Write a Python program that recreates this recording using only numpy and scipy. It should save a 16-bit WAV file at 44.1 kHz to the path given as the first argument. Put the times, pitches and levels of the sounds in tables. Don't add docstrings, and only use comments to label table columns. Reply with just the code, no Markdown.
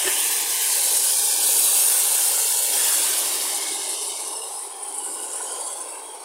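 import sys
import numpy as np
from scipy import signal
from scipy.fft import rfft, irfft, next_fast_len
from scipy.io import wavfile
from scipy.ndimage import uniform_filter1d

SR = 44100
rng = np.random.default_rng(int(sys.argv[2]) if len(sys.argv) > 2 else 0)


def unload_audio(sound):
    columns = np.transpose(np.atleast_2d(sound))
    steps = np.round(np.clip(columns, -1, 1) * 32767)
    wavfile.write(sys.argv[1], SR, steps.astype(np.int16))


N = 275388
TIME = np.arange(N) / SR
PADDED = next_fast_len(N, real=True)

# (frequency [Hz], relative density [dB per Hz])
CRACKLE_COLOUR = [(200, -67), (1900, -32), (2400, -14.5), (2750, -1), (4000, 1.5), (5200, 2.5), (6800, 1),
                  (8000, -0.5), (10500, -2.5), (12500, -20)]
SPUTTER_COLOUR = [(200, -47), (900, -5.5), (1250, -1.5), (1500, 3.5), (1750, 0), (2000, 1), (2300, 2),
                  (2800, 1), (3600, -14)]
FIZZ_COLOUR = [(200, -57), (2400, -27), (6000, -9), (7500, -3.5), (8300, 0.5), (9000, 2.5), (9700, 2),
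               (10500, -1.5), (12000, -9.5)]
STEAM_COLOUR = [(200, -65), (8500, -43), (10500, 3.5), (11500, 3.5), (13000, 4.5), (14500, 1.5),
                (15700, -1.5)]
SYRUP_COLOUR = [(60, -43), (160, -24), (240, -10.5), (300, -5.5), (420, 1.5), (580, -1.5), (660, -1.5),
                (820, 1), (1050, 0), (1250, -11.5), (1600, -18), (2500, -40)]
HUM_COLOUR = [(20, 0), (55, -.5), (90, -4), (118, 4.5), (150, -2), (300, -19), (1000, -41)]
# (frequency [Hz], width [Hz], lift [dB])
PAN_MODES = [(302.8, 13, 8.5), (410, 43, 2), (563, 47, 3.5), (668, 21, -9.5), (820.5, 22, 5.5),
             (910, 21, 5), (1010, 18, 3), (1780, 17, 6.5)]
# (time [s], base level of the fizz [dB])
FRYING = [(0, -24), (.35, -24.5), (.44, -28), (.78, -22), (1.03, -20.5), (1.39, -23.5), (1.48, -19),
          (1.96, -20), (2.72, -23), (2.88, -20.5), (3.65, -29.5), (4.05, -29.5), (4.16, -31), (4.33, -32),
          (4.5, -32.5), (4.62, -33), (4.75, -37), (5.1, -31), (5.7, -32), (6.06, -39), (6.24, -41.5)]
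# (time [s], base crackle level [dB], base sputter level [dB])
CRACKLING = [(0, -28, -38), (.11, -30, -33), (.3, -29, -35), (1.0, -28, -39.5), (1.65, -28, -38.5),
             (2.0, -28.5, -39), (2.68, -30, -40.5), (2.8, -27, -35.5), (3.3, -29.5, -38.5),
             (3.75, -32, -42), (4.1, -35, -51), (4.75, -47, -52.5), (5.1, -45, -52.5), (5.58, -40, -47.5),
             (5.95, -48, -53), (6.24, -48.5, -52.5)]
# (time [s], level against the fizz [dB])
JETS = [(0, -6.5), (.45, -2), (1.0, -7), (1.7, -3.5), (2.15, -5), (2.9, -5.5), (3.42, -7), (3.56, -7),
        (3.68, -13), (3.85, -15), (4.35, -16.5), (5.4, -17), (6.24, -17)]
# (time [s], centre [Hz])
FIZZ_CENTRE = [(0, 9200), (4.3, 9400), (4.8, 9370), (5.5, 9050), (6.1, 9150)]
# (time [s], half length [s], frequency [Hz], glide [Hz per s], width [Hz], lift [dB])
LIFTED_BANDS = [(.03, .05, 2960, -4000, 256, 8), (.18, 0.039, 3070, 7000, 260, 9),
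                (1.02, 0.22, 6600, 0, 200, 5.5), (2.79, 0.071, 3340, -1500, 260, 4),
                (3.9, 0.4, 2150, 0, 110, 8.5), (4.38, 0.088, 2890, 0, 130, 14.5),
                (4.38, .2, 5940, -500, 170, 7), (4.38, 0.074, 5280, 0, 130, 12), (4.4, .2, 4190, 0, 110, 6),
                (4.47, 0.22, 3830, 0, 110, 7), (4.56, .15, 5050, -200, 160, 10.5),
                (4.9, 0.18, 3120, -1200, 150, 9), (5.2, 0.18, 2920, -100, 150, 11),
                (5.22, .17, 5240, 350, 160, 9), (5.17, 0.23, 1480, -48, 100, 12.5),
                (5.6, 0.27, 1480, 150, 110, 10), (5.4, 0.24, 6710, 150, 230, 14.5),
                (5.55, 0.12, 5120, -900, 140, 10), (5.62, 0.23, 3260, 1100, 190, 12.5),
                (5.64, 0.17, 4580, -300, 170, 11), (5.75, .11, 6370, 0, 170, 16.5),
                (5.89, 0.054, 4620, 0, 130, 11), (5.92, 0.1, 2250, 0, 100, 9),
                (5.92, 0.077, 2700, 0, 100, 9), (6.093, 0.091, 3290, 0, 110, 12.5)]
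# (time [s], half length [s], frequency [Hz], glide [Hz per s], width [Hz], depth [dB])
THINNED_BANDS = [(.2, 0.5, 4370, 0, 260, 5), (.42, 0.35, 1374, -90, 116, 28), (.45, 0.23, 596, 0, 70, 16),
                 (1.15, 0.39, 1340, -100, 110, 13), (1.3, 0.18, 2050, 0, 131, 33),
                 (1.25, 0.14, 2890, 0, 100, 22), (1.29, 0.14, 6300, -500, 220, 4),
                 (1.6, 0.24, 1960, 0, 85, 24), (2.1, .08, 1930, 0, 130, 12),
                 (2.54, 0.18, 2430, 150, 85, 30), (2.57, .1, 2040, 0, 80, 11), (2.55, .13, 332, 0, 70, 14),
                 (2.65, .17, 1180, -200, 110, 18), (3.55, 0.48, 1560, -300, 160, 5.5),
                 (3.77, 0.25, 2370, -200, 90, 22), (4.1, .14, 1850, 0, 300, 4.5),
                 (4.1, 0.3, 6800, 0, 170, 6), (4.42, .12, 2530, 0, 119, 8), (4.8, 0.3, 555, 0, 110, 11),
                 (6.1, 0.22, 566, 0, 70, 3)]
# (time [s], level [dB], length [s], rise [s])
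SPURTS = [(1.238, -22, 0.028, .008), (3.54, -22.5, 0.023, 0.0086), (3.61, -31, 0.013, .003),
          (3.716, -29, .016, .003), (3.887, -26, .024, .008), (3.93, -27, .012, .002),
          (4.07, -30, .033, .005), (4.194, -33, .022, .008), (4.322, -32, 0.011, .004),
          (4.366, -30, .014, .003), (4.533, -32, 0.016, 0.0092), (4.61, -34, 0.016, .008),
          (4.821, -27.5, .02, .009), (4.88, -33, .018, .004), (4.94, -32, .018, .006),
          (4.983, -27, .018, .0003), (5.044, -27, .0077, .002), (5.353, -28, .018, .008),
          (5.413, -27, .017, .009), (5.511, -28, 0.019, .008), (5.606, -24.5, 0.01, .006),
          (5.667, -29, .016, .006), (5.723, -29.5, 0.019, .008), (5.801, -30.5, 0.021, .008)]
# (time [s], peak of the envelope [dB])
SNAPS = [(1.323, -11), (3.565, -17), (4.925, -18), (4.9805, -16), (5.064, -22), (5.151, -21), (5.203, -15),
         (5.323, -24), (5.428, -19), (5.525, -20), (5.731, -22)]
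# (time [s], half length [s], gain [dB], deepening [dB])
SURGES = [(0.097, 0.065, 3.5, 13), (.35, 0.22, 1, 11), (0.893, 0.14, 2, 11), (1.573, 0.28, 2.5, 11.5),
          (2.095, 0.35, 2, -2), (2.77, 0.055, 3, -3), (3.174, 0.74, 3, 13), (3.73, 0.12, -0.5, 10),
          (4.324, 0.086, 1.5, 6), (5.092, 0.16, 1, 12.5), (5.53, 0.32, 3.5, 3)]
# (time [s], level before swell and decay [dB], pitch [Hz])
PLOPS = [(.699, -27, 988), (1.489, -32, 525), (2.707, -30, 548), (2.716, -39, 394), (2.742, -28, 798),
         (3.273, -31, 804), (3.45, -28, 940), (3.464, -32, 1076), (3.622, -30, 923), (3.753, -34, 813),
         (4.212, -32, 833), (4.335, -29, 910), (5.061, -32, 970), (5.613, -28, 863), (5.649, -31, 810),
         (5.84, -38, 496)]
# (time [s], relative level [dB], rub length [s], grit against the knock [dB])
SLIPS = [(.049, -28.5, 0.03, 0), (0.07, -23.5, 0.021, 4.5), (0.119, -46, 0.023, -3)]
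# (frequency [Hz], width [Hz], relative level [dB])
SCUFF_RINGS = [(376, 38, 0), (1798, 27, 1), (2600, 80, 0), (3000, 62, -6)]

SETTLE_AT_S, SETTLE_S = 3.44, 0.23
FIZZ_HALF_WIDTH_HZ, FIZZ_DOUBLING_DB = 2250, 12
BOIL_DB, BOIL_FADE_DB_PER_S = -40.5, 0.0656
EDGE_HZ = 15780


def sizzle():
    fizz_db = curve(FRYING, TIME)
    crackle_db = curve(CRACKLING, TIME)
    sputter_db = curve(CRACKLING, TIME, column=2)
    steam_db = fizz_db + curve(JETS, TIME)
    flurry = wander(rate_hz=25) + 0.38 * wander(rate_hz=17)
    calm = np.clip((-21.5 - fizz_db) / 12, 0, 1)

    crackle = in_pan(pops(per_s=11000, spread_db=1.5), CRACKLE_COLOUR)
    crackle = crackle * gain_of(crackle_db + 0.37 * flurry + 0.98)
    sputter = in_pan(pops(per_s=4000, spread_db=1.0), SPUTTER_COLOUR)
    sputter = sputter * gain_of(sputter_db + 0.24 * flurry + 2.0)
    coarse = sweep(crackle + sputter + ticks(), crackle_colour)

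    fizz = sweep(in_pan(pops(per_s=16000, spread_db=2.5), FIZZ_COLOUR), fizz_band)
    fizz = fizz * gain_of(fizz_db + (0.38 + 0.76 * calm) * flurry - 0.2)
    steam = sweep(in_pan(pops(per_s=16000, spread_db=2.4), STEAM_COLOUR), steam_tilt)
    steam = steam * gain_of(steam_db + flurry)
    return coarse + fizz + steam


def ticks(level_db=-12, cycles=4.8, count=12):
    t, out = np.arange(SR // 50) / SR, np.zeros(N)
    for hz in np.geomspace(2800, 7000, count):
        ring = evened(np.exp(-hz * t / cycles) * np.sin(2 * np.pi * hz * t))
        out += signal.oaconvolve(pops(per_s=24, spread_db=2.5), ring)[:N]
    out = filtered(out, 6, 2500, "high")
    return evened(out) * gain_of(curve(CRACKLING, TIME) + level_db)


def crackle_colour(hz, t, patchy_db=1.5):
    return shifting_colour(hz, t) + patchy_db * clusters(hz, t, size=9)


def fizz_band(hz, t, edge_hz=120, skirt_db=-19, widest_hz=3300):
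    half_width = FIZZ_HALF_WIDTH_HZ * 2 ** ((curve(FRYING, t) + 30) / FIZZ_DOUBLING_DB)
    half_width = np.minimum(half_width, widest_hz)
    within_hz = half_width - abs(hz - curve(FIZZ_CENTRE, t))
    inside = (1 + np.tanh(within_hz / edge_hz / 2 + .5)) / 2
    return skirt_db * (1 - inside) + 2.4 * clusters(hz, t)


def steam_tilt(hz, t, slope_db_per_khz=2.3, shelf_db=1.0, shelf_hz=11400, patchy_db=2.6):
    above_khz = np.maximum(hz - shelf_hz, 0) / 1000
    loss_db = shelf_db * np.tanh(2 * above_khz) + slope_db_per_khz * above_khz
    return patchy_db * clusters(hz, t) - settled(t) * loss_db


def spurts():
    strength, t = np.zeros(N), np.arange(SR // 10) / SR
    for s, db, length, rise in SPURTS:
        opening = np.minimum(t / rise, 1)
        add(strength, s, gain_of(db) * opening * bell(t ** 2, 0, length ** 2))
    bursts = pops(per_s=12000, spread_db=2.4)
    return strength * sweep(in_pan(bursts, FIZZ_COLOUR), fizz_band)


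def snaps(ring_hz=9200, swell_s=0.00015):
    out, t = np.zeros(N), np.arange(SR // 200) / SR
    envelope = t / swell_s * np.exp(1 - t / swell_s)
    for s, db in SNAPS:
        add(out, s, gain_of(db) * envelope * np.sin(2 * np.pi * ring_hz * t))
    return out


def boil(per_s=90, cycles=3.82, rise=0.12, count=30):
    t, bubbles = np.arange(2500) / SR, np.zeros(N)
    for hz in np.geomspace(270, 1400, count):
        age = hz * t / cycles
        pitch = hz * (1 + rise * np.minimum(age, 2))
        ring = np.exp(-age) * np.sin(2 * np.pi * np.cumsum(pitch) / SR)
        bubbles += hz * signal.oaconvolve(pops(per_s, spread_db=1.5), ring)[:N]
    fine_clicks = gain_of(4.5) * pops(per_s=1200, spread_db=2.0)
    syrup = drift(in_pan(evened(bubbles) + fine_clicks, SYRUP_COLOUR))
    surge_db, _ = surge(TIME)
    level_db = BOIL_DB - BOIL_FADE_DB_PER_S * TIME + surge_db
    return sweep(syrup, bubble_size, size=2048) * gain_of(level_db)


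def bubble_size(hz, t, corner_hz=340, rest_db=-11, colour_share=0.77):
    _, deep_db = surge(t)
    low_end_db = (rest_db + deep_db) / (1 + (hz / corner_hz) ** 8)
    return low_end_db + colour_share * shifting_colour(hz, t)


def surge(t):
    return sum(np.outer([db, deep_db], bell(t, s, length)) for s, length, db, deep_db in SURGES)


def drift(x, share=0.00805):
    shift_s = share * np.cumsum(wander(rate_hz=2.97)) / SR
    return np.interp(TIME + shift_s, TIME, x, period=N / SR)


def plops(cycles=9, rise=0.052, swell_s=0.0032):
    out, t = np.zeros(N), np.arange(SR // 8) / SR
    for s, db, hz in PLOPS:
        age = hz * t / cycles
        pitch = hz * (1 + rise * (np.minimum(age, 2) - .5))
        ring = np.sin(2 * np.pi * np.cumsum(pitch) / SR)
        add(out, s, gain_of(db) * np.minimum(t / swell_s, 1) * np.exp(-age) * ring)
    return filtered(out, 6, 260, "high")


def scuff():
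    out, t = np.zeros(N), np.arange(SR // 10) / SR
    rings = []
    for hz, width, db in SCUFF_RINGS:
        ring = np.exp(-np.pi * width * t) * np.sin(2 * np.pi * hz * t)
        rings.append(gain_of(db) * evened(ring))
    knock = evened(rings[0] * (1 - bell(t, 0, 0.0057)))
    for s, db, length, grit_db in SLIPS:
        rub = rng.standard_normal(len(t)) * bell(t, length / 4, length / 2)
        rubbed_rings = signal.fftconvolve(rub, sum(rings[1:]))[:len(t)]
        rasp = filtered(rub, 2, [400, 3200], "band")
        grit = evened(filtered(rubbed_rings, 2, 600, "high")) + gain_of(-9) * evened(rasp)
        add(out, s, gain_of(db - 13.0) * (knock + gain_of(grit_db) * evened(grit)))
    push = evened(filtered(rng.standard_normal(len(t)), 2, [55, 150], "band"))
    add(out, SLIPS[0][0], gain_of(-49.0) * push * (1 - bell(t, 0, .005)) * np.exp(-t / 0.039))
    return out


def kitchen():
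    _, deep_db = surge(TIME)
    uneven_db = 8 * np.tanh(1.5 * wander(rate_hz=7))
    hum = in_pan(rng.standard_normal(N), HUM_COLOUR)
    return hum * gain_of(-87 + 0.47 * deep_db + uneven_db)


def shifting_colour(hz, t, fierce_db=1.5, gentle_db=2.5, broad_db=0.6, broad_from_hz=2500):
    chance_db = (fierce_db + (gentle_db - fierce_db) * settled(t)) * ripple(hz, t)
    treble = np.minimum(hz / broad_from_hz, 1) ** 2
    chance_db = chance_db + broad_db * treble * ripple(hz, t, size=10)
    lifted_db = drifting_bands(LIFTED_BANDS, hz, t, wobble=.009, flutter=.22)
    thinned_db = drifting_bands(THINNED_BANDS, hz, t, wobble=.005, flutter=.2)
    return lifted_db - thinned_db + chance_db


def drifting_bands(table, hz, t, wobble, flutter, rate_hz=13):
    knots, total = np.arange(0, t[-1] + 1, 1 / rate_hz / 2), np.zeros((len(hz), len(t)))
    chance = rng.standard_normal((len(table), 2, len(knots)))
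    for (s, length, f, glide, width, db), draws in zip(table, chance):
        near = abs(t - s) < 2 * length
        age = t[near] - s
        pitch, strength = (np.interp(t[near], knots, row) for row in draws)
        centre = f * (1 + wobble * pitch) + glide * age
        swell_db = db * (1 + flutter * strength) * bell(age ** 2, 0, length ** 2)
        total[:, near] += swell_db * bell(hz, centre, width)
    return total


def ripple(hz, t, size=4):
    field = rng.standard_normal((len(hz), len(t)))
    for _ in range(2):
        field = uniform_filter1d(uniform_filter1d(field, size=size, axis=0), size=18, axis=1)
    return evened(field - uniform_filter1d(field, size=5 * size, axis=0))


def clusters(hz, t, size=6):
    field = rng.standard_normal((len(hz), len(t)))
    return evened(uniform_filter1d(uniform_filter1d(field, size=size, axis=0), size=4, axis=1))


def settled(t):
    return (1 + np.tanh((t - SETTLE_AT_S) / SETTLE_S)) / 2


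def pops(per_s, spread_db):
    place, size, sign = rng.random((round(per_s * N / SR), 3)).T
    size_db = spread_db * np.minimum(-np.log(1 - size), 4)
    clicks = gain_of(size_db) * np.sign(sign - .5)
    return evened(np.bincount((place * N).astype(int), clicks, N))


def wander(rate_hz):
    hz = np.fft.rfftfreq(PADDED, 1 / SR)
    shape = hz / (hz + 2) / (1 + (hz / rate_hz) ** 2)
    return evened(irfft(rfft(rng.standard_normal(PADDED)) * shape, PADDED)[:N])


def in_pan(x, spectrum):
    hz = np.fft.rfftfreq(PADDED, 1 / SR)
    modes_db = sum(db / (1 + (2 * (hz - f) / width) ** 2) for f, width, db in PAN_MODES)
    return evened(irfft(rfft(x, PADDED) * gain_of(read(spectrum, hz) + modes_db), PADDED)[:N])


def sweep(x, field_db, size=1024):
    hz, t, z = signal.stft(x, SR, nperseg=size)
    gain = gain_of(field_db(hz[:, None], t))
    power = np.mean(abs(z) ** 2, 1, keepdims=True)
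    gain = gain / np.sqrt((power * gain ** 2).sum(0) / power.sum())
    return signal.istft(z * gain, SR, nperseg=size)[1][:N]


def filtered(x, order, hz, kind):
    return signal.sosfilt(signal.butter(order, hz, kind, fs=SR, output="sos"), x)


def curve(table, t, column=1):
    columns = np.transpose(table)
    return np.interp(t, columns[0], columns[column])


def read(points, hz):
    f, db = np.transpose(points)
    return np.interp(np.log(hz + 1), np.log(f), db)


def bell(x, centre, width):
    return np.exp(-np.minimum(((x - centre) / width) ** 2, 20))


def gain_of(db):
    return 10 ** (np.asarray(db) / 20)


def evened(x):
    return x / np.sqrt(np.mean(x ** 2) + 1e-20)


def add(mix, s, sound):
    part = mix[max(round(s * SR), 0):][:len(sound)]
    part += sound[:len(part)]


def scene():
    mono = sizzle() + spurts() + snaps() + boil() + plops() + scuff() + kitchen()
    return np.array([mono, mono])


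def record(dry):
    low_pass = signal.firwin(701, EDGE_HZ, window=("kaiser", 9), fs=SR)
    return signal.oaconvolve(dry, low_pass[None], "same", axes=1)


dry = scene()
out = record(dry)
unload_audio(out)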